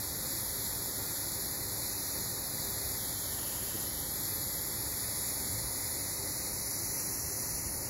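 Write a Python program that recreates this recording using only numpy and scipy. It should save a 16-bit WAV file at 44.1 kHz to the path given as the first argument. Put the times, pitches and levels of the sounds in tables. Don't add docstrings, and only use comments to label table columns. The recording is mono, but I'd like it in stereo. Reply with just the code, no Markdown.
import sys
import numpy as np
from scipy import signal
from scipy.fft import rfft, irfft
from scipy.io import wavfile

SR = 44100
rng = np.random.default_rng(int(sys.argv[2]) if len(sys.argv) > 2 else 0)


def generate_wav(signal):
    frames = np.transpose(np.atleast_2d(signal))
    scaled = np.clip(frames, -1, 1) * 32767
    pcm = np.round(scaled).astype(np.int16)
    wavfile.write(sys.argv[1], SR, pcm)


N = 347949
TIME = np.arange(N) / SR
CUTOFF_HZ = 15720
FRAME = 1024
CROSSOVER_HZ = 1305


def from_db(db):
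    return 10 ** (np.asarray(db) / 20)


def read(rows, at):
    first, *columns = np.transpose(rows)
    return [np.interp(at, first, column) for column in columns]


def read_hz(rows, hz):
    first, *columns = np.transpose(rows)
    return [np.interp(np.log(hz + 1), np.log(first), column) for column in columns]


def bell(at, centre, width):
    return np.exp(-.5 * ((at - centre) / width) ** 2)


def drift(per_s, at):
    steps = rng.standard_normal(4096)
    return np.interp(at * per_s, np.arange(len(steps)), steps)


def ease(t, middle_s, lasts_s):
    return (1 + np.sin(np.pi * np.clip((t - middle_s) / lasts_s, -.5, .5))) / 2


def panned(balance_db):
    return from_db(np.array([balance_db, -balance_db]) / 2)


def white_pair():
    return rng.standard_normal((2, N)) * np.sqrt(SR / 2)


def jet_share(hz, order=8):
    return 1 - 1 / (1 + (hz / CROSSOVER_HZ) ** order)


# pitch_hz, left_lead_rad, likeness_0_to_1, left_minus_right_db
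PORT_PAIR = [(50, .1, .74, 0), (320, .2, .83, 0), (520, .3, .55, 0), (1050, .8, .4, 0), (1400, .3, .52, 0),
             (1850, .2, .87, -1), (2280, 1.1, .55, -2), (2470, 2.2, .75, -.5), (2550, np.pi, 1, 0),
             (3260, np.pi, 1, 0), (3400, 4.6, .45, 0), (3780, 6.28, .99, 0), (4100, 6.3, .99, -.7),
             (4500, 6.5, .92, -2), (5250, 7.8, .6, -1.5), (5550, 6.4, .85, 0), (5850, 5.5, .25, 0),
             (6900, 4.5, .65, 2.5), (7400, 4.1, .6, 1.7), (7700, 3.25, .94, 1), (8000, 3.25, .9, .7),
             (8140, 3.2, .95, .4), (8230, np.pi, 1, 0), (9120, np.pi, 1, 0), (9260, 3.08, .97, 0),
             (9520, 3.0, .94, 0), (9900, 2.2, .82, 0), (11500, 1.3, .76, 0), (11950, .3, .72, 0),
             (12750, 0, .998, 0)]


def at_ports(spectra, hz, smear=0):
    lead_rad, alike, balance_db = read(PORT_PAIR, hz)
    alike = alike * (1 - np.clip(smear, 0, 1))
    shared = np.sqrt((1 + alike) / 2) * spectra[0]
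    own = np.sqrt((1 - alike) / 2) * spectra[1]
    left = (shared + own) * np.exp(.5j * lead_rad)
    right = (shared - own) * np.exp(-.5j * lead_rad)
    return panned(balance_db) * np.array([left, right])


SINK_S, SINK_LASTS_S, VIEW_START, VIEW_END = 4.72, 2, 0.22, 1
TURN_S, TURN_LASTS_S, TURN_SHIFT_HZ = 6.39, 2.33, 610
SHAKE_HZ, SHAKES_PER_S = 48, 7
# centre_s, sigma_s, shift_hz
HAND_SWAYS = [(.75, 0.19, -130), (1.998, 0.47, 221), (3.62, 0.28, -1020)]


def hand(t):
    viewpoint = VIEW_START + (VIEW_END - VIEW_START) * ease(t, SINK_S, SINK_LASTS_S)
    turn_hz = TURN_SHIFT_HZ * ease(t, TURN_S, TURN_LASTS_S)
    sways_hz = sum(shift_hz * bell(t, s, sigma_s) for s, sigma_s, shift_hz in HAND_SWAYS)
    shake_hz = SHAKE_HZ * drift(SHAKES_PER_S, t)
    return viewpoint, turn_hz + sways_hz + shake_hz


# time_s, level_db
STEAM_FLOW = [(0.0, -0.8), (0.19, -1.4), (0.26, 0.2), (0.37, 1.0), (0.54, -0.8), (0.63, 0.2), (0.85, -0.8),
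              (1.33, 0.2), (1.69, -1.4), (1.87, 0.5), (1.96, -1.2), (2.07, 0.2), (2.32, -0.8), (2.56, -0.6),
              (2.64, 0.4), (2.76, -0.6), (2.92, 0.5), (2.98, -0.4), (3.09, 0.2), (3.17, -1.4), (3.27, 0.1),
              (3.38, -0.8), (3.46, 0.2), (3.58, -0.8), (3.73, -0.4), (4.06, -1.6), (4.24, 0.2),
              (4.82, -0.7), (5.22, 1.0), (5.58, 0.1), (5.64, -0.7), (5.85, 0.4), (6.16, -0.5), (6.23, -1.6),
              (6.33, -0.5), (6.58, -1.0), (7.0, 0.7), (7.11, -0.3), (7.57, -0.2), (7.65, -1.7),
              (7.74, -0.9), (7.88, -2.0)]


def steam_flow_db(t):
    flow_db, = read(STEAM_FLOW, t)
    return flow_db


# centre_s, sigma_s, pitch_hz, slide_hz_per_s, sigma_hz, peak_db
SINGING_MODES = [(2.7, 0.5, 10370, -30, 70, 0), (2.9, 0.56, 8400, 0, 80, 0), (3.4, 0.36, 11500, 0, 110, 0),
                 (4.452, 0.5, 11510, 20, 60, 8.5), (5.4, 0.55, 7360, -70, 39.7, 1.5),
                 (7.1, 0.6, 5820, 3, 55, 3.5), (7.5, 0.29, 7160, -50, 40, 3.5)]


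def singing_db(hz, t):
    total_db = 0
    for s, sigma_s, pitch_hz, slide_hz_per_s, sigma_hz, peak_db in SINGING_MODES:
        slid_pitch_hz = pitch_hz + slide_hz_per_s * (t - s)
        total_db = total_db + peak_db * bell(t, s, sigma_s) * bell(hz, slid_pitch_hz, sigma_hz)
    return total_db


def turbulence_db(hz, t, surge_db, surges_per_s, eddy_db, eddies_per_s, count=9):
    centres_hz = np.linspace(0, CUTOFF_HZ, count)
    sigma_hz = centres_hz[1] / 2
    eddies = sum(bell(hz, centre_hz, sigma_hz) * drift(eddies_per_s, t) for centre_hz in centres_hz)
    return surge_db * drift(surges_per_s, t) + eddy_db * eddies


def echo_ripple_db(hz, stretch, depth_db, shortest_s, longest_s, count=14):
    delays_s = rng.uniform(shortest_s, longest_s, count)
    slants = rng.uniform(-0.837, 1, count)
    rad_per_s = (2 * np.pi * hz).astype(np.float32)
    ripple = 0
    for delay_s, slant in zip(delays_s, slants):
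        ripple = ripple + np.cos(rad_per_s * np.float32(delay_s * (1 + slant * stretch)))
    return depth_db * np.sqrt(2 / count) * ripple


LOWER_HISS_HZ, LOWER_HISS_SIGMA_HZ, LOWER_HISS_DB = 4100, 850, 2
BEST_SHIFT_HZ, LOSS_UP_DB_PER_KHZ, LOSS_DOWN_DB_PER_KHZ = 278, 13, 3
BEAM_HZ, BEAM_SIGMA_HZ, BEAM_LEFT_SHARE = 5990, 340, 0.28
OFF_BEAM_ABOVE_DB, OFF_BEAM_BESIDE_DB = 1.5, -8.5
ECHO_STRETCH_PER_KHZ, ECHO_WANDER, ECHO_WANDERS_PER_S = 0.0446, 0.0063, 1.578
SLIDE_HZ, SLIDE_SIGMA_HZ = 3640, 700
UPPER_HZ, UPPER_SIGMA_HZ, UPPER_DROP_HZ = 8750, 1800, 255
WAVER_LOWER_HZ, WAVER_UPPER_HZ, WAVERS_PER_S = 71, 140, 24
SMEAR_HZ, SMEAR_SIGMA_HZ, SMEAR_BELOW_HZ, SMEAR_SPAN_HZ = 2800, 420, 560, 400
# pitch_hz, above_db_per_hz, beside_db_per_hz
JET_SPECTRUM = [(1300.0, -83.3, -84.8), (2400.0, -86.2, -86.8), (3500.0, -83.8, -85.3),
                (4200.0, -79.1, -81.3), (5500.0, -79.8, -78.4), (6200.0, -80.0, -78.2),
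                (6800.0, -74.5, -73.2), (8200.0, -73.2, -70.7), (9400.0, -73.4, -69.5),
                (10300.0, -75.7, -67.3), (11400.0, -67.8, -72.5), (11900.0, -77.6, -76.8),
                (13000.0, -80.7, -80.4), (14200.0, -80.5, -84.1), (15600.0, -81.3, -82.3)]
# pitch_hz, sigma_hz, above_db, beside_db
VALVE_AND_LID = [(1640.0, 90.0, -0.5, -2.5), (1820.0, 90.0, 5.4, 4.7), (2090.0, 140.0, 1.0, 6.2),
                 (2920.0, 190.0, 3.4, 2.3), (3350.0, 60.0, -2.8, 0.0), (3720.0, 90.0, 0.0, -2.2),
                 (4450.0, 210.0, 1.8, 1.9), (6230.0, 90.0, -1.5, -1.0), (6700.0, 100.0, 1.7, 1.5),
                 (7340.0, 55.0, 1.0, 3.0), (7560.0, 90.0, -1.5, -1.0), (8190.0, 180.0, 3.8, 2.2),
                 (9100.0, 110.0, 1.8, 0.0), (9550.0, 130.0, -1.2, 0.0), (10330.0, 250.0, 7.6, -0.5),
                 (10780.0, 100.0, -2.3, 0.1), (11150.0, 110.0, 2.0, 2.6), (11520.0, 80.0, 0.8, 1.0),
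                 (12580.0, 290.0, 3.8, 1.8), (13230.0, 80.0, -0.5, -5.5), (13560.0, 150.0, 3.4, 1.5)]
# centre_s, sigma_s, rise_db
LID_BEAM_CROSSINGS = [(2.03, 0.16, 4.5), (7.166, 0.92, 17)]


def steam():
    hz, t, noise = signal.stft(white_pair(), SR, nperseg=FRAME)
    hz = hz[:, None]
    viewpoint, shift_hz = hand(t)
    off_khz = (shift_hz - BEST_SHIFT_HZ) / 1000

    above_db, beside_db = read_hz(JET_SPECTRUM, hz)
    for pitch_hz, sigma_hz, mode_above_db, mode_beside_db in VALVE_AND_LID:
        shape = bell(hz, pitch_hz, sigma_hz)
        above_db = above_db + mode_above_db * shape
        beside_db = beside_db + mode_beside_db * shape
    level_db = steam_flow_db(t) + above_db * (1 - viewpoint) + beside_db * viewpoint

    tilt_loss_db = np.maximum(LOSS_UP_DB_PER_KHZ * off_khz, -LOSS_DOWN_DB_PER_KHZ * off_khz)
    lower_shape = bell(hz, LOWER_HISS_HZ, LOWER_HISS_SIGMA_HZ)
    level_db = level_db + (LOWER_HISS_DB - tilt_loss_db) * lower_shape
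    level_db = level_db + singing_db(hz, t)
    level_db = level_db + turbulence_db(hz, t, surge_db=.25, surges_per_s=40, eddy_db=.55, eddies_per_s=110)
    stretch = ECHO_STRETCH_PER_KHZ * off_khz + ECHO_WANDER * drift(ECHO_WANDERS_PER_S, t)
    level_db = level_db + echo_ripple_db(hz, stretch, depth_db=3.0, shortest_s=.004, longest_s=.0125)

    beam_db = OFF_BEAM_ABOVE_DB * (1 - viewpoint) + OFF_BEAM_BESIDE_DB * viewpoint
    beam_db = beam_db + sum(rise_db * bell(t, s, sigma_s) for s, sigma_s, rise_db in LID_BEAM_CROSSINGS)
    beam_db = beam_db * bell(hz, BEAM_HZ, BEAM_SIGMA_HZ)
    gain = from_db([level_db + BEAM_LEFT_SHARE * beam_db, level_db + beam_db]) * np.sqrt(jet_share(hz))

    upper_shape = bell(hz, UPPER_HZ, UPPER_SIGMA_HZ)
    slid_hz = hz - shift_hz * bell(hz, SLIDE_HZ, SLIDE_SIGMA_HZ)
    slid_hz = slid_hz + UPPER_DROP_HZ * (viewpoint - .5) * upper_shape
    slid_hz = slid_hz + WAVER_LOWER_HZ * drift(WAVERS_PER_S, t) * bell(hz, SMEAR_HZ, SLIDE_SIGMA_HZ)
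    slid_hz = slid_hz + WAVER_UPPER_HZ * drift(WAVERS_PER_S, t) * upper_shape
    smear = np.clip((-shift_hz - SMEAR_BELOW_HZ) / SMEAR_SPAN_HZ, 0, 1)
    heard = at_ports(noise, slid_hz, smear * bell(hz, SMEAR_HZ, SMEAR_SIGMA_HZ))
    return signal.istft(gain * heard, SR, nperseg=FRAME)[1][:, :N]


BASS_FOLLOWS, BASS_SIGMA_HZ = 0.66, 95
# pitch_hz, level_db_per_hz, left_minus_right_db
BURNER_SPECTRUM = [(20, -99, 22), (34, -82.5, 9), (51.6, -68.5, 0.5), (110, -69.5, 2.5), (158, -71.5, 1.5),
                   (244, -77, 5.5), (270, -74.5, 5), (433, -76.5, -1.5), (467, -82.5, 11), (502, -75.5, 3),
                   (750, -81.5, 4.5), (904, -77, 2.5), (1080, -81.5, 3.5), (1550, -83, 0.5),
                   (2440, -113, -23)]
# pitch_hz, sigma_hz, peak_db
POT_AND_ROOM = [(73.9, 1.7, 5), (112.8, 1.8, 8), (127, 4.9, 2.5), (223, 5.3, 3), (295, 6.7, 4),
                (342, 4, 5.5), (398, 4, 7.5), (527, 12, 1)]
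# time_s, level_db
BASS_SWING = [(0.0, -48), (0.04, -48), (0.53, -49.5), (1.8, -48), (2.9, -50), (4.99, -47), (5.65, -44),
              (5.76, -56), (5.87, -46), (5.94, -49), (5.99, -44.5), (6.11, -58), (6.18, -48), (6.55, -47),
              (7.2, -47.5), (7.26, -38.5), (7.4, -55), (7.55, -39), (7.7, -42), (7.75, -40), (7.89, -52)]


def burner(flicker_db, flickers_per_s, surge_db, surges_per_s):
    hz = np.arange(N // 2 + 1) * SR / N
    level_db, balance_db = read_hz(BURNER_SPECTRUM, hz)
    level_db = level_db + sum(peak_db * bell(hz, pitch_hz, sigma_hz)
                              for pitch_hz, sigma_hz, peak_db in POT_AND_ROOM)
    gain = from_db(level_db) * panned(balance_db) * np.sqrt(1 - jet_share(hz))
    spectrum = gain * at_ports(rfft(white_pair()), hz)
    roar = irfft(spectrum, N)
    bass = irfft(spectrum * bell(hz, 0, BASS_SIGMA_HZ), N)
    bass_db, = read(BASS_SWING, TIME)
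    swing_db = BASS_FOLLOWS * (bass_db - bass_db.mean())
    swell = from_db(swing_db + surge_db * drift(surges_per_s, TIME))
    flicker = from_db(flicker_db * drift(flickers_per_s, TIME))
    return (roar + (swell - 1) * bass) * flicker


# pitch_hz, level_db_rms, left_minus_right_db
KITCHEN_HUM = [(50.3, -60.5, 2), (99.8, -55.5, 0.5), (200.5, -65, 0), (296.3, -68.5, -2), (391.6, -71, 1),
               (448, -76, 5), (494.6, -78.5, 10), (513.4, -66, -5), (542.4, -68.5, 3), (738, -72, 6),
               (798, -68.5, 17)]


def hum(waver_db, wander_rad):
    out = np.zeros((2, N))
    for pitch_hz, level_db, balance_db in KITCHEN_HUM:
        phase = 2 * np.pi * (pitch_hz * TIME + rng.random()) + wander_rad * drift(3.03, TIME)
        strength = from_db(level_db + waver_db * drift(2.4, TIME))
        out += panned(balance_db)[:, None] * np.sqrt(2) * np.sin(phase) * strength
    return out


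WHISTLE_PEAK_S, WHISTLE_HZ, WHISTLE_DB_RMS = 1.05, 1410, -59
WHISTLE_ATTACK_S, WHISTLE_RELEASE_S = .16, .32


def whistle(balance_db, waver_hz):
    phase = 2 * np.pi * np.cumsum(WHISTLE_HZ + waver_hz * drift(60.5, TIME)) / SR
    envelope = np.interp(TIME - WHISTLE_PEAK_S, [-WHISTLE_ATTACK_S, 0, WHISTLE_RELEASE_S], [0, 1, 0])
    tone = np.sqrt(2) * np.sin(phase) * from_db(WHISTLE_DB_RMS) * envelope
    return panned(balance_db)[:, None] * tone


# start_s, level_db
BUMPS = [(3.744, -43), (3.753, -41), (5.965, -52)]
# pitch_hz, relative_db, t60_s
HOUSING_MODES = [(117, 2, 0.046), (308, 10, 0.027), (444, 3, .03)]


def knocks(lowest_hz, softness_hz):
    out = np.zeros(N)
    for start_s, bump_db in BUMPS:
        age_s = np.clip(TIME - start_s, 0, .5)
        for pitch_hz, relative_db, t60_s in HOUSING_MODES:
            decay = np.exp(-np.log(1000) * age_s / t60_s)
            out += from_db(bump_db + relative_db) * np.sin(2 * np.pi * pitch_hz * age_s) * decay
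    out = signal.sosfilt(signal.butter(2, softness_hz, fs=SR, output="sos"), out)
    return signal.sosfilt(signal.butter(4, lowest_hz, "high", fs=SR, output="sos"), out)


def scene():
    cooker = steam() + burner(flicker_db=0.5, flickers_per_s=16, surge_db=1.0, surges_per_s=8)
    kitchen = hum(waver_db=0.5, wander_rad=0.48)
    return cooker + kitchen + whistle(balance_db=5, waver_hz=11.0) + knocks(lowest_hz=75, softness_hz=520)


def record(dry):
    return signal.sosfilt(signal.ellip(12, .1, 80, CUTOFF_HZ, fs=SR, output="sos"), dry)


dry = scene()
out = record(dry)
generate_wav(out)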